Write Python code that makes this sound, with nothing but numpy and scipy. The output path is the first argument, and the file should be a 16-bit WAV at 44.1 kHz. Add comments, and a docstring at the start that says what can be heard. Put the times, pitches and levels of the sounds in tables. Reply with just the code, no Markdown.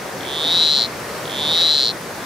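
"""In a forest, a small frog on a plant stem gives two buzzy trills over a steady, distant wash.
Each trill is about ninety snaps of the larynx that ring the vocal sac; as the sac fills, the ring
grows louder, higher and longer. Leaves scatter faint echoes around the frog, and an automatic
gain control ducks the mix on the loudest snaps, so the wash dips and creeps back."""
import sys
import numpy as np
from scipy import signal
from scipy.io import wavfile
from scipy.ndimage import uniform_filter1d

SR = 44100
rng = np.random.default_rng(int(sys.argv[2]) if len(sys.argv) > 2 else 0)


def log_audio(samples):
    """Write samples as a 16-bit WAV file to the path given in sys.argv[1]."""
    # one column per channel
    frames = np.atleast_2d(samples).T
    # limit to full scale, then quantise
    limited = np.clip(frames, -1, 1)
    pcm = np.round(limited * 32767).astype(np.int16)
    wavfile.write(sys.argv[1], SR, pcm)


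N = 99225

# tone of the forest bed (frequency [Hz], relative level [dB])
WASH_EQ = [(25, -44), (45, -58), (80, -9.5), (130, -2), (180, -0.4), (240, -3), (400, 0.9), (540, 0.84),
           (850, -2.5), (1200, -5), (1750, -5.5), (2250, -9.5), (2850, -14.5), (4300, -14.5), (6000, -15.5),
           (7200, -19), (11000, -21), (14300, -24), (15600, -26.5)]
# how mono the bed is (frequency [Hz], left-right correlation [0-1])
WASH_MONO = [(30, .8), (80, 0.92), (290, 0.95), (640, 0.84), (1410, 0.55), (3100, 0.67), (6800, 0.27),
             (15000, .04)]
# lean of the bed (frequency [Hz], left minus right [dB])
WASH_PAN = [(60, -2), (250, 1.1), (640, 0.9), (1400, 2.5), (3100, 1), (6500, -1), (9000, -1.5), (11000, -1),
            (12500, -3), (14300, 7), (15600, -3)]
# slap off the nearest leaf (delay [s], level [dB])
LEAF_ECHOES = [(.0049, -19)]
# pace of each trill: slow ticks, buzz, slackening, last flutter (time [s], rate [snaps/s])
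RATE_1 = [(0.208, 42), (0.234, 38), (0.281, 133), (0.33, 141), (0.37, 163), (0.41, 149), (0.511, 164),
          (0.538, 181), (0.618, 158), (0.754, 143), (0.842, 103), (0.864, 262)]
RATE_2 = [(1.255, 47), (1.285, 40), (1.301, 88), (1.382, 146), (1.42, 151), (1.467, 148), (1.525, 162),
          (1.619, 173), (1.659, 158), (1.797, 140), (1.894, 105), (1.917, 257)]
# the two calls (rate curve [table], trim [dB], ring pitch shift [Hz])
TRILLS = [(RATE_1, -1.4, 0), (RATE_2, -1.1, 40)]
# swell and rise of a trill (time since first snap [s], effort [dB], ring pitch [Hz])
TRILL_SHAPE = [(0, -12.5, 3280), (.06, -11, 3340), (.17, -5.5, 3490), (.27, -2, 3670), (.345, -0.75, 3856),
               (.45, 1.92, 3986), (.6, 3, 4150), (.66, 2.5, 4140)]
# tone of throat and body (frequency [Hz], gain [dB])
BODY_EQ = [(500, -28), (2400, -15), (2900, -9), (3250, -1), (3500, 1), (3800, .6), (4200, 0), (4550, -1.5),
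           (5100, -4.5), (5700, 2.2), (6100, -7), (6600, -1.8), (7200, -4), (8000, -1), (9500, -6.5),
           (12000, -10.5), (16000, -16)]
# placement of the frog (frequency [Hz], left minus right [dB])
FROG_PAN = [(3000, -10), (4000, 4.5), (4700, -4), (5600, 1.5), (6400, -7), (8000, -3), (10700, -9),
            (13000, -28)]

WASH_DB, PATCH_DB = -26.5, 0.86
LEAVES_DB, LEAVES_T60_S, LEAVES_DELAY_S = -14.5, .06, .0015
SNAP_T60_S, FILL_S = 0.0057, 0.41  # decay of a snap; time for the sac to fill
SOFT_ONSET_S, EASE_S = 0.00012, .08  # softer attacks until the sac is full, and as the frog eases off
HUM_DB, HUM_SPREAD_DB, HUM_S = -11, -2, .0044  # the taut sac hums on after a snap
SLACK_DB_PER_S = 61  # the hum fades as the sac slackens
OVERTONE_HZ, OVERTONE_FOLLOW = 9650, 1.7  # starting pitch; Hz gained per Hz that the ring rises
OVERTONE_DB, OVERTONE_T60_S, OVERTONE_GROWTH = -26, 0.011, 0.34  # growth: dB per dB of effort
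CLOSE_S, CLOSE_DB = 0.039, -12  # the last snaps fade
JITTER_DB, JITTER_HZ, JITTER_S = 0.49, 24.3, .00006  # from snap to snap
THRESHOLD_DB, RECOVER_DB_PER_S, START_DUCK_DB, DUCK_S = -4, 4, 3, 0.014
HIGH_CUT_HZ = 15700
RING_T = np.arange(900) / SR  # time axis of one snap


def amp(db):
    """Decibels to gain."""
    return 10 ** (np.asarray(db) / 20)


def unit(x):
    """Scales to rms 1."""
    return x / np.sqrt(np.mean(x ** 2) + 1e-20)


def curve(points, hz):
    """Reads a spectrum table on a log-frequency axis."""
    f, value = np.transpose(points)
    return np.interp(np.log(hz + 1), np.log(f + 1), value)


def add(mix, s, sound):
    """Mixes a sound in at s seconds."""
    part = mix[max(round(s * SR), 0):][:len(sound)]
    part += sound[:len(part)]


def equalise(x, gain_db, size=2048):
    """Minimum-phase EQ whose gain in dB is a function of frequency."""
    log_gain = np.log(amp(gain_db(abs(np.fft.fftfreq(size, 1 / SR)))))
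    taps = np.fft.ifft(np.exp(np.conj(signal.hilbert(log_gain)))).real
    return signal.oaconvolve(x, taps[:size // 2])[:N]


def forest_wash():
    """Distant forest noise with faint drifting patches, near mono in the bass and wide in the treble."""
    frames, hz = N // 256 + 5, np.fft.rfftfreq(1024, 1 / SR)
    a, b, c, d, patches = rng.standard_normal((5, frames, len(hz)))
    patches = uniform_filter1d(patches, size=14, axis=0)  # smooth in time
    patches = unit(uniform_filter1d(patches, size=12, axis=1))  # and in frequency
    mono = curve(WASH_MONO, hz)
    left = a + 1j * b
    right = mono * left + np.sqrt(1 - mono ** 2) * (c + 1j * d)
    pan = amp(curve(WASH_PAN, hz) / 2)
    spectra = np.array([left * pan, right / pan]) * amp(curve(WASH_EQ, hz) + PATCH_DB * patches)
    noise = signal.istft(spectra.transpose(0, 2, 1), nperseg=1024, noverlap=768)[1][:, :N]
    return amp(WASH_DB) * unit(noise)


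def leaf_scatter(x, size=6000):
    """Leaves add one close slap and a short diffuse tail that differs in each ear."""
    t = np.arange(size) / SR
    tail = rng.standard_normal((2, size)) * np.exp(-np.log(1000) * t / LEAVES_T60_S)
    tail *= t > LEAVES_DELAY_S
    taps = amp(LEAVES_DB) * tail / np.linalg.norm(tail, axis=1, keepdims=True)
    taps[:, 0] += 1  # direct sound
    for delay, db in LEAF_ECHOES:
        taps += amp(db) * np.sinc((t - delay) * SR)
    return signal.fftconvolve(x, taps, axes=1)[:, :N]


def ring(hz, t60):
    """One struck mode, dying by 60 dB in t60 seconds."""
    return np.sin(2 * np.pi * hz * RING_T) * np.exp(-np.log(1000) * RING_T / t60)


def sac_hum(hz):
    """The taut sac hums in a brief swell that lengthens the ring."""
    swell = np.hanning(int(HUM_S * SR))
    return np.pad(swell, (0, len(RING_T) - len(swell))) * np.sin(2 * np.pi * hz * RING_T)


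def trill(rate, trim_db, shift_hz):
    """A train of larynx snaps; each sets off the sac's ring, its hum and a faint overtone."""
    at, per_s = np.transpose(rate)
    t = np.arange(at[0], at[-1], 1 / SR)
    count = np.cumsum(np.interp(t, at, per_s)) / SR
    times = np.interp(np.arange(int(count[-1]) + 1), count, t)  # one snap per whole count
    age, effort, pitch = np.transpose(TRILL_SHAPE)
    out = np.zeros(N)
    for s in times:
        effort_draw, pitch_draw, hum_draw, time_draw = rng.standard_normal(4)
        since, remaining = s - at[0], at[-1] - s
        effort_db = np.interp(since, age, effort) + JITTER_DB * effort_draw
        hz = np.interp(since, age, pitch) + shift_hz + JITTER_HZ * pitch_draw
        fullness = min(since / FILL_S, 1) ** 3
        slack_db = SLACK_DB_PER_S * max(since - FILL_S, 0)
        hum = fullness * amp(HUM_DB - slack_db + HUM_SPREAD_DB * hum_draw) * sac_hum(hz)
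        softness = max(1 - fullness, 1 - remaining / EASE_S)
        attack = 1 - np.exp(-RING_T / (SOFT_ONSET_S * softness + 1e-9))
        snap = amp(effort_db) * (attack * ring(hz, SNAP_T60_S) + hum)
        overtone_hz = OVERTONE_HZ + OVERTONE_FOLLOW * (hz - pitch[0])
        snap -= amp(OVERTONE_DB + OVERTONE_GROWTH * effort_db) * ring(overtone_hz, OVERTONE_T60_S)
        closing = max(1 - remaining / CLOSE_S, 0) ** 2
        add(out, s + JITTER_S * time_draw, amp(trim_db + CLOSE_DB * closing) * snap)
    return out


def frog():
    """Both trills, coloured by the body and by the path to each ear."""
    sac = sum(trill(*row) for row in TRILLS)
    return np.array([equalise(sac, lambda hz: curve(BODY_EQ, hz) + side * curve(FROG_PAN, hz))
                     for side in (.5, -.5)])


def scene():
    """The frog among leaves, over the forest wash."""
    return leaf_scatter(frog()) + forest_wash()


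def record(dry):
    """Gain control, already ducked at first, rides the peaks with a slow release; then a high cut."""
    over_db = 20 * np.log10(abs(dry).max(0) + 1e-9) - THRESHOLD_DB
    release_db = RECOVER_DB_PER_S * np.arange(N) / SR
    held_db = np.maximum.accumulate(np.maximum(over_db + release_db, START_DUCK_DB))
    duck_db = np.maximum(held_db - release_db, 0)
    ducked = dry / amp(uniform_filter1d(duck_db, int(DUCK_S * SR)))
    high_cut = signal.firwin(511, HIGH_CUT_HZ, window=("kaiser", 9), fs=SR)
    return signal.oaconvolve(ducked, high_cut[None], "same")


dry = scene()
out = record(dry)
log_audio(out)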